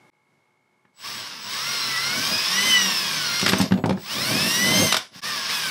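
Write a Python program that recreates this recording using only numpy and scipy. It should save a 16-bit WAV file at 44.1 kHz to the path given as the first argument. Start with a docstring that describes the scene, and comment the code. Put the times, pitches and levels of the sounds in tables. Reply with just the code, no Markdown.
"""On a workshop bench a cordless drill bores into the lid of a hollow plastic case, close to one microphone.
Gear teeth whine as sines on the shaft turn; filtered noise makes the rasp, the fan hiss and the boom of the lid.
The speed control whistles; the bit breaks through, the chuck slams down and knocks about (cracks of noise,
decaying modes of lid and steel), the drill backs out and starts again. Room noise and a faint hum lie under it;
twice the sound cuts dead and fades back in."""
import sys
import numpy as np
from scipy import signal
from scipy.fft import rfft, irfft
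from scipy.io import wavfile
from scipy.ndimage import uniform_filter1d

SR = 44100
rng = np.random.default_rng(int(sys.argv[2]) if len(sys.argv) > 2 else 0)


def wav_record(signal):
    """Record a signal, one row per channel, as 16-bit PCM in the file named by sys.argv[1]."""
    frames = np.transpose(np.atleast_2d(signal))
    bounded = np.clip(frames, -1, 1)
    # unit amplitude maps onto the largest positive 16-bit level
    quanta = np.round(bounded * 32767).astype(np.int16)
    wavfile.write(sys.argv[1], SR, quanta)


def level_to_linear(level):
    """Convert decibel levels to linear amplitude factors, elementwise."""
    exponent = np.asarray(level, float) / 20
    return 10 ** exponent


N = 251370
TEETH = 10
STEADY_EDGE_S = 0.013  # soft edge of the drags and the bind

# Motor runs from spin-up to brake; the first goes on into the second as the bit bites.
# Each row: time in seconds, tooth rate in Hz, rasp of gears and bit in dB.
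RUNS = [
    [(.93, 504, -79), (1.0, 900, -47.5), (1.06, 1150, -33), (1.12, 1198, -34), (1.24, 988, -35.5),
     (1.42, 858, -38), (1.52, 1061, -30.5), (1.6, 1242, -28)],
    [(1.6, 1247, -30), (1.65, 1364, -29), (1.71, 1437, -28), (1.96, 1301, -28.5), (2.13, 1466, -27),
     (2.33, 1654, -26), (2.45, 1688, -26), (2.61, 2016, -24), (2.68, 2056, -23.5), (2.83, 1913, -25),
     (3.05, 1673, -27), (3.3, 1399, -26.5), (3.45, 1416, -29), (3.52, 692, -32), (3.62, 499.2, -28),
     (3.7, 302, -44.5)],
    [(3.96, 400, -54.5), (4.03, 649.4, -43.5), (4.12, 982, -30.5), (4.254, 1436, -28), (4.392, 1714, -25.5),
     (4.582, 1939, -26.5), (4.758, 2081, -24), (4.824, 2134, -25), (4.882, 2051, -26.5),
     (4.93, 1978, -29.5), (4.97, 803, -30.5), (5.08, 299, -54)],
    [(5.11, 298, -62), (5.15, 500, -43.5), (5.205, 600, -41)],
    [(5.21, 1099, -30.5), (5.275, 1240, -29.5), (5.445, 1058, -30.5), (5.485, 1130, -29),
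     (5.518, 1727, -26.5), (5.583, 1672, -27.5), (5.7, 1480, -28.5)],
]
# Spectrum of the drill housing. Each row: frequency in Hz, relative level in dB per Hz.
HOUSING = [(240, -39), (400, -11), (798, -12.5), (897, -5.5), (1080, -2.5), (1260, -5.5), (2040, -3.5),
           (2510, -4), (3050, -2), (4120, -3.5), (5140, 0.5), (6410, -10.5), (9000, -29), (11700, -30),
           (19800, -120)]
# Resonances of the housing. Each row: frequency in Hz, width in Hz, height in dB.
HOUSING_PEAKS = [(1110, 100, 4.5), (1600, 160, 3), (2740, 46, 2), (3724, 110, 3.5), (5220, 103, 5),
                 (5636, 170, 4.5)]
# Spectrum of the fan hiss. Each row: frequency in Hz, relative level in dB per Hz.
FAN = [(3710, -43), (6300, -10), (7390, -3), (8150, 1), (8980, 0.5), (15000, -3.5), (15200, -1),
       (16000, -24)]
# Times in seconds at which the sound cuts dead.
CUTS_S = [.1005, 5.2065]


def unit(x):
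    """Scale to rms 1."""
    return x / np.sqrt(np.mean(x ** 2))


def curve(column):
    """A column of the runs, interpolated over time."""
    rows = np.concatenate(RUNS)
    return np.interp(np.arange(N) / SR, rows[:, 0], rows[:, column])


def per_run(values, off):
    """One value through each run, off between them, smoothed over 15 ms."""
    t, out = np.arange(N) / SR, np.full(N, float(off))
    for run, value in zip(RUNS, values):
        out[(t >= run[0][0]) & (t <= run[-1][0])] = value
    return uniform_filter1d(out, size=661)


def held(rows, column, edge_s):
    """Gain at each row's dB level from its start to its end in seconds, with soft edges."""
    t = np.arange(N) / SR
    gain = 0
    for row in rows:
        edge = np.clip(np.minimum(t - row[0], row[1] + edge_s - t) / edge_s, 0, 1)
        gain = gain + level_to_linear(row[column]) * edge ** 2
    return gain


def shape_db(hz, points, peaks=()):
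    """Level of a spectrum at hz, with resonances on top."""
    p = np.array(points)
    db = np.interp(np.log(hz + 1), np.log(p[:, 0]), p[:, 1])
    return db + sum(top_db / (1 + (2 * (hz - f) / width) ** 2) for f, width, top_db in peaks)


def colour(x, points, peaks=()):
    """Filter x by a spectrum."""
    gain = level_to_linear(shape_db(np.fft.rfftfreq(len(x), 1 / SR), points, peaks))
    return irfft(rfft(x) * gain, len(x))


def walk(rate_hz):
    """Random levels held 1 / rate_hz and slewed; spread near 1."""
    k = int(SR / rate_hz)
    steps = np.repeat(rng.standard_normal(N // k + 1), k)
    return 1.17 * uniform_filter1d(steps, k)[:N]


def add(out, s, sound):
    """Mix a sound in at a time in seconds."""
    i = int(s * SR)
    out[i:i + len(sound)] += sound[:N - i]


def workshop():
    """Air noise and the wavering tones of a distant appliance; 10 dB louder before the first cut."""
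    # Each row: frequency in Hz, relative level in dB per Hz.
    room_tone = [(24, -56), (40, -29), (115, 3), (363, -3.5), (680, -7), (873, -2), (1950, -13.5),
                 (2150, -9), (2440, -15), (12100, -28), (16000, -56)]
    # Each row: frequency in Hz, level in dB rms after the first cut, before wavering.
    hum_lines = [(360.7, -81), (592.2, -86), (855.9, -79), (1389, -88), (1658, -88), (2132, -80),
                 (2191, -75), (2250, -85), (2309, -88)]
    t = np.arange(N) / SR
    air = unit(colour(rng.standard_normal(N), room_tone)) * level_to_linear(-68 + walk(7.6))
    hum = sum(np.sqrt(2) * level_to_linear(db + walk(6.3)) * np.sin(2 * np.pi * hz * t) for hz, db in hum_lines)
    return (air + hum) * np.where(t < CUTS_S[0], level_to_linear(10), 1)


def ring(modes, scatter_db):
    """One blow on an object: decaying modes, struck a little differently each time; peak 1."""
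    t = np.arange(SR // 2) / SR
    luck = rng.standard_normal((len(modes), 2))
    y = 0
    for (hz, db, t60_s), (a, b) in zip(modes, luck):
        mode_hz = hz * (1 + 0.007 * scatter_db * b)
        y = y + level_to_linear(db + scatter_db * a) * np.sin(2 * np.pi * mode_hz * t) * 1000 ** (-t / t60_s)
    return y / np.abs(y).max()


def crack(treble_db):
    """Plastic cracks: a burst of coloured noise, soft onset, exponential decay; peak 1."""
    # Each row: frequency in Hz, relative level in dB per Hz.
    crack_spectrum = [(410, -12), (700, -8), (1280, 1.5), (3110, -3.5), (3790, -2), (5330, -6.5),
                      (6740, -14.5), (10900, -18.5), (16000, -37)]
    onset_s, t60_s = 0.0009, 0.039
    t = np.arange(SR // 10) / SR
    burst = colour(rng.standard_normal(len(t)), crack_spectrum)
    burst = colour(burst, [(1500, 0), (8000, treble_db)])
    burst = burst * (1 - np.exp(-t / onset_s)) * 1000 ** (-t / t60_s)
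    return burst / np.abs(burst).max()


def lid_knocks():
    """Each blow on the lid is a short crack plus the ring of the lid's modes."""
    # Each row: start in seconds, crack peak in dB, relative thump in dB, crack treble tilt at 8 kHz in dB.
    knocks = [(0.851, -49.5, -57, -25), (3.3947, -12, -43, 8), (3.4126, -11.5, -33, 7),
              (3.4282, -20, -16, 0), (3.462, -5.5, -28, 0), (3.4777, -10, -25, -1), (3.489, -9.5, -25, 3),
              (3.494, -6.5, -32, 4), (3.5203, -12, -22, -1), (3.5321, -7.5, -8.5, -14),
              (3.601, -16.5, -10.5, -11), (3.6119, -15.5, -15.5, 16), (3.6241, -20, -25, 2),
              (3.709, -25, -22, -22), (3.7198, -15, -9.5, -12), (3.737, -25.5, -26, -8),
              (3.7742, -30.5, -29, -8), (3.787, -35, -22.5, -10), (3.839, -17.5, -11.5, -31),
              (3.8578, -24.5, -11, 11), (3.875, -40, -26, 2), (3.8937, -19.5, -13.5, -4),
              (3.907, -18.5, -12, -11), (3.9254, -29.5, -26, -4), (3.9737, -29.5, -28, -35),
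              (4.9234, -4, -35, 3.5), (4.9427, -5, -36, -2), (4.9663, -9.5, -42, 5),
              (5.158, -50, -40.5, -10)]
    # Each row: frequency in Hz, relative level in dB, t60 in seconds.
    lid_modes = [(126, -29, 0.087), (187.6, -1, 0.14), (251, -4.5, 0.092), (330.3, -12, 0.086),
                 (386, -4, 0.05), (523, -5, 0.03), (590, -24, 0.1), (830, -1, 0.031), (900, -2, 0.034),
                 (1350, -8.5, 0.035), (1550, -25, 0.033)]
    out = np.zeros(N)
    push = np.hanning(int(0.0014 * SR))  # plastic gives way, so the lid is pushed rather than tapped
    for s, crack_db, thump_db, treble_db in knocks:
        add(out, s, level_to_linear(crack_db) * crack(treble_db))
        thump = np.convolve(ring(lid_modes, scatter_db=4.5), push / push.sum())
        add(out, s, level_to_linear(thump_db + 8.5) * thump)
    return out


def steel_snaps():
    """The steel chuck and the spindle lock ring sound their own modes when they snap."""
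    # Each row of the snaps: start in seconds, peak in dB.
    chuck_snaps, lock_snaps = [(3.4868, -21), (3.5056, -27), (4.967, -27)], [(3.5842, -17.5)]
    # Each row of the modes: frequency in Hz, relative level in dB, t60 in seconds.
    chuck_modes, lock_modes = [(8064, 0, .07), (10850, -20, .5), (12620, -1, .1)], [(6261, -2, .1), (6860, -30, 1.5), (8414, 0, .08),
                                              (11670, -26, 1.1), (12410, -27, 1.1), (14500, -6, .08)]
    out = np.zeros(N)
    for snaps, modes in ((chuck_snaps, chuck_modes), (lock_snaps, lock_modes)):
        for s, db in snaps:
            add(out, s, level_to_linear(db) * ring(modes, scatter_db=0.3))
    return out


def gear_whine(shaft_hz, turn, middle_db, treble_db):
    """Strong gear lines on multiples of the tooth rate, wavering alone, raised by gear resonances."""
    # Each row: multiple of the tooth rate, relative level in dB.
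    gear_lines = [(1, -11.5), (1.5, -12.5), (3, -9)]
    # Each row: frequency in Hz, width in Hz, height in dB.
    gear_peaks = [(1150, 84, 3), (1981, 95, 8.5), (2935, 360, 6.5), (4110, 96, 5.5), (5270, 170, 5),
                  (5690, 270, 5), (6110, 110, 1)]
    flat = [(20, 0), (20000, 0)]
    out = 0
    for k, db in gear_lines:
        order = k * TEETH
        line_db = db + middle_db * (order > 25) + shape_db(order * shaft_hz, flat, gear_peaks)
        out = out + level_to_linear(line_db + 1.83 * walk(40) + 2.5 * walk(9)) * np.sin(order * turn)
    return out


def shaft_orders(shaft_hz, turn, middle_db, treble_db):
    """Weaker lines on multiples of the shaft turn, each flickering alone, coloured by housing or fan."""
    # Each row: multiple of the shaft turn, relative level in dB.
    shaft_lines = [(1, -15), (1.6, -30.5), (2, -28), (20, -9), (40, -4.5), (45, -19), (50, -9), (60, -10),
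                   (70, -9.5), (80, -10), (90, -13), (100, -11)]
    named = dict(shaft_lines)
    orders = list(named) + [k for k in range(3, 70) if k not in named and k % 15 and k != TEETH]
    slow = slice(None, None, 64)  # gains are computed every 64 samples
    out = 0
    for k in orders:
        hz = k * shaft_hz[slow]
        if k > 2:
            body_db = np.maximum(shape_db(hz, HOUSING, HOUSING_PEAKS), shape_db(hz, FAN) - 9.0)
        else:
            body_db = middle_db[slow]
        flicker_db = uniform_filter1d(rng.standard_normal(len(hz)), size=24) * (15 if k > 2 else 7)
        held_db = (treble_db if k > 42 else middle_db)[slow] * (k > 25)
        gain = level_to_linear(named.get(k, -21.5) + body_db + flicker_db - 3.5 + held_db)
        out = out + np.repeat(gain, 64)[:N] * np.sin(k * turn + rng.uniform(0, 2 * np.pi))
    return out


def rasp_noise(grit, turn, rasp_db):
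    """Gears and bit rasp: noise through the housing, pulsing once a turn."""
    pulsed = grit * (1 + 0.11 * np.cos(turn))
    return unit(colour(pulsed, HOUSING, HOUSING_PEAKS)) * level_to_linear(rasp_db + 0.49 * walk(20))


def fan_hiss(grit, fan_db):
    """The fan hisses: noise in the fan's spectrum, level wavering."""
    return unit(colour(grit, FAN)) * level_to_linear(fan_db + 1.4 * walk(20))


def lid_boom(grit, boom_db):
    """The hollow lid booms: low noise driven by the bit, by its bind and by the dragging chuck."""
    # Each row: frequency in Hz, relative level in dB per Hz.
    boom_spectrum = [(24, -73), (40, -27), (89, -7.5), (167, 0), (234, -2), (355, -8.5), (406, -14),
                     (608, -7.5), (677, -11.5), (1000, -23), (1300, -24), (2200, -120)]
    # The bit binds in the hole while backing out: start in seconds, end in seconds, added boom gain in dB.
    bind = (4.02, 4.855, 14)
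    # The chuck drags and rocks on the lid. Each row: start in seconds, end in seconds, rumble in dB.
    drags = [(3.43, 3.66, -30.5), (3.72, 3.8, -32.5), (3.84, 3.935, -32), (3.94, 3.99, -39.5),
             (5.1, 5.2, -58)]
    bind_grows_s = 0.28
    growth = np.clip((np.arange(N) / SR - bind[0]) / bind_grows_s, 0, 1)
    grip = held([bind], column=2, edge_s=STEADY_EDGE_S) * growth
    push = level_to_linear(boom_db) * (1 + grip) + held(drags, column=2, edge_s=STEADY_EDGE_S)
    return unit(colour(grit, boom_spectrum)) * push * level_to_linear(4.6 * walk(14))


def control_whistle():
    """The speed control whistles with its octave, at fixed pitch, while the trigger is part way in."""
    # Each row: start in seconds, end in seconds, whistle in dB rms, octave in dB rms (both then waver).
    whistles = [(.93, 1.2, -53, -51), (1.36, 2.46, -51, -48), (2.62, 3.33, -54, -50), (3.33, 3.5, -47, -60),
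                (3.7, 3.85, -63, -70), (3.94, 4.25, -55, -50), (5.23, 5.7, -58, -61)]
    whistle_hz, swell_s = 7858.4, 0.071
    phase = 2 * np.pi * whistle_hz * np.arange(N) / SR
    out = 0
    for k in (1, 2):
        waver = level_to_linear(3.1 * walk(24.96) + 1.8 * walk(6.1))
        out = out + held(whistles, column=1 + k, edge_s=swell_s) * waver * np.sin(k * phase)
    return np.sqrt(2) * out


def drill():
    """Lines, rasp, fan and boom follow the motor's level and speed; the whistle keeps its own times."""
    # How the drill is held, one row a run: whine in dB, its shaft hum and middle lines a further dB,
    # its treble lines a further dB, fan hiss in dB, lid boom in dB; all against the rasp at 1500 Hz tooth rate.
    grips = [(-2.5, -5, -8, -13.5, -17.5), (-0.5, -0.5, -3, -13.5, -17.5), (1, -2, 0.5, -9.5, -21.5),
             (-3, -8, 2, -11, -31), (2.5, -8.5, -3.5, -12.5, -18.5)]
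    rasp_db = curve(2) + per_run(np.zeros(len(RUNS)), off=-58)
    octaves = np.log2(curve(1) / 1500)
    whine_db, middle_db, treble_db, fan_db, boom_db = (per_run(v, off=-20) for v in np.array(grips).T)
    whine_db = rasp_db + whine_db + 6.5 * octaves
    fan_db = rasp_db + fan_db + 2.5 * octaves
    boom_db = rasp_db + boom_db - 1 * octaves

    shaft_hz = uniform_filter1d(curve(1), size=700) / TEETH * (1 + 0.001618 * walk(60))
    turn = 2 * np.pi * np.cumsum(shaft_hz) / SR
    lines = gear_whine(shaft_hz, turn, middle_db, treble_db)
    lines = lines + shaft_orders(shaft_hz, turn, middle_db, treble_db)
    lines = np.sqrt(2) * lines * level_to_linear(whine_db)

    grit = rng.standard_normal((3, N)) * level_to_linear(1.34 * walk(900))  # three noises share one roughness
    noise = rasp_noise(grit[0], turn, rasp_db) + fan_hiss(grit[1], fan_db) + lid_boom(grit[2], boom_db)
    return lines + noise + control_whistle()


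def wall_echo(near):
    """Echo off the walls: decaying coloured noise, starting after 6 ms, as impulse response."""
    t60_s, wet_db = 0.24, -12
    t = np.arange(int(0.6 * SR)) / SR
    echo = rng.standard_normal(len(t)) * 1000 ** (-t / t60_s) * (t > 0.006)
    echo = colour(echo, [(100, 0.5), (3000, -4.5), (9000, -3.0), (16000, -22)])
    return level_to_linear(wet_db) * signal.fftconvolve(near, echo / np.sqrt(np.sum(echo ** 2)))[:N]


def scene():
    """Near sound, its echo and the room tone, alike in both channels."""
    near = lid_knocks() + steel_snaps() + drill()
    return np.tile(near + wall_echo(near) + workshop(), (2, 1))


def roll_off(x):
    """The treble ends steeply here."""
    return signal.sosfilt(signal.butter(12, 16500, fs=SR, output="sos"), x)


def record(dry):
    """The microphone drops deep bass and top; at each cut the sound stops dead and fades back in."""
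    low_hz, top_hz, fade_in_s = 102, 15850, 0.033
    t = np.arange(N) / SR
    band = np.vstack([signal.butter(4, low_hz, "high", fs=SR, output="sos"),
                      signal.ellip(10, 0.2, 70, top_hz, fs=SR, output="sos")])
    gain = np.ones(N)
    for s in CUTS_S:
        gain = gain * np.where(t < s, 1, np.clip((t - s) / fade_in_s, 0, 1) ** 2)
    return roll_off(signal.sosfilt(band, dry) * gain)


dry = scene()
out = record(dry)
wav_record(out)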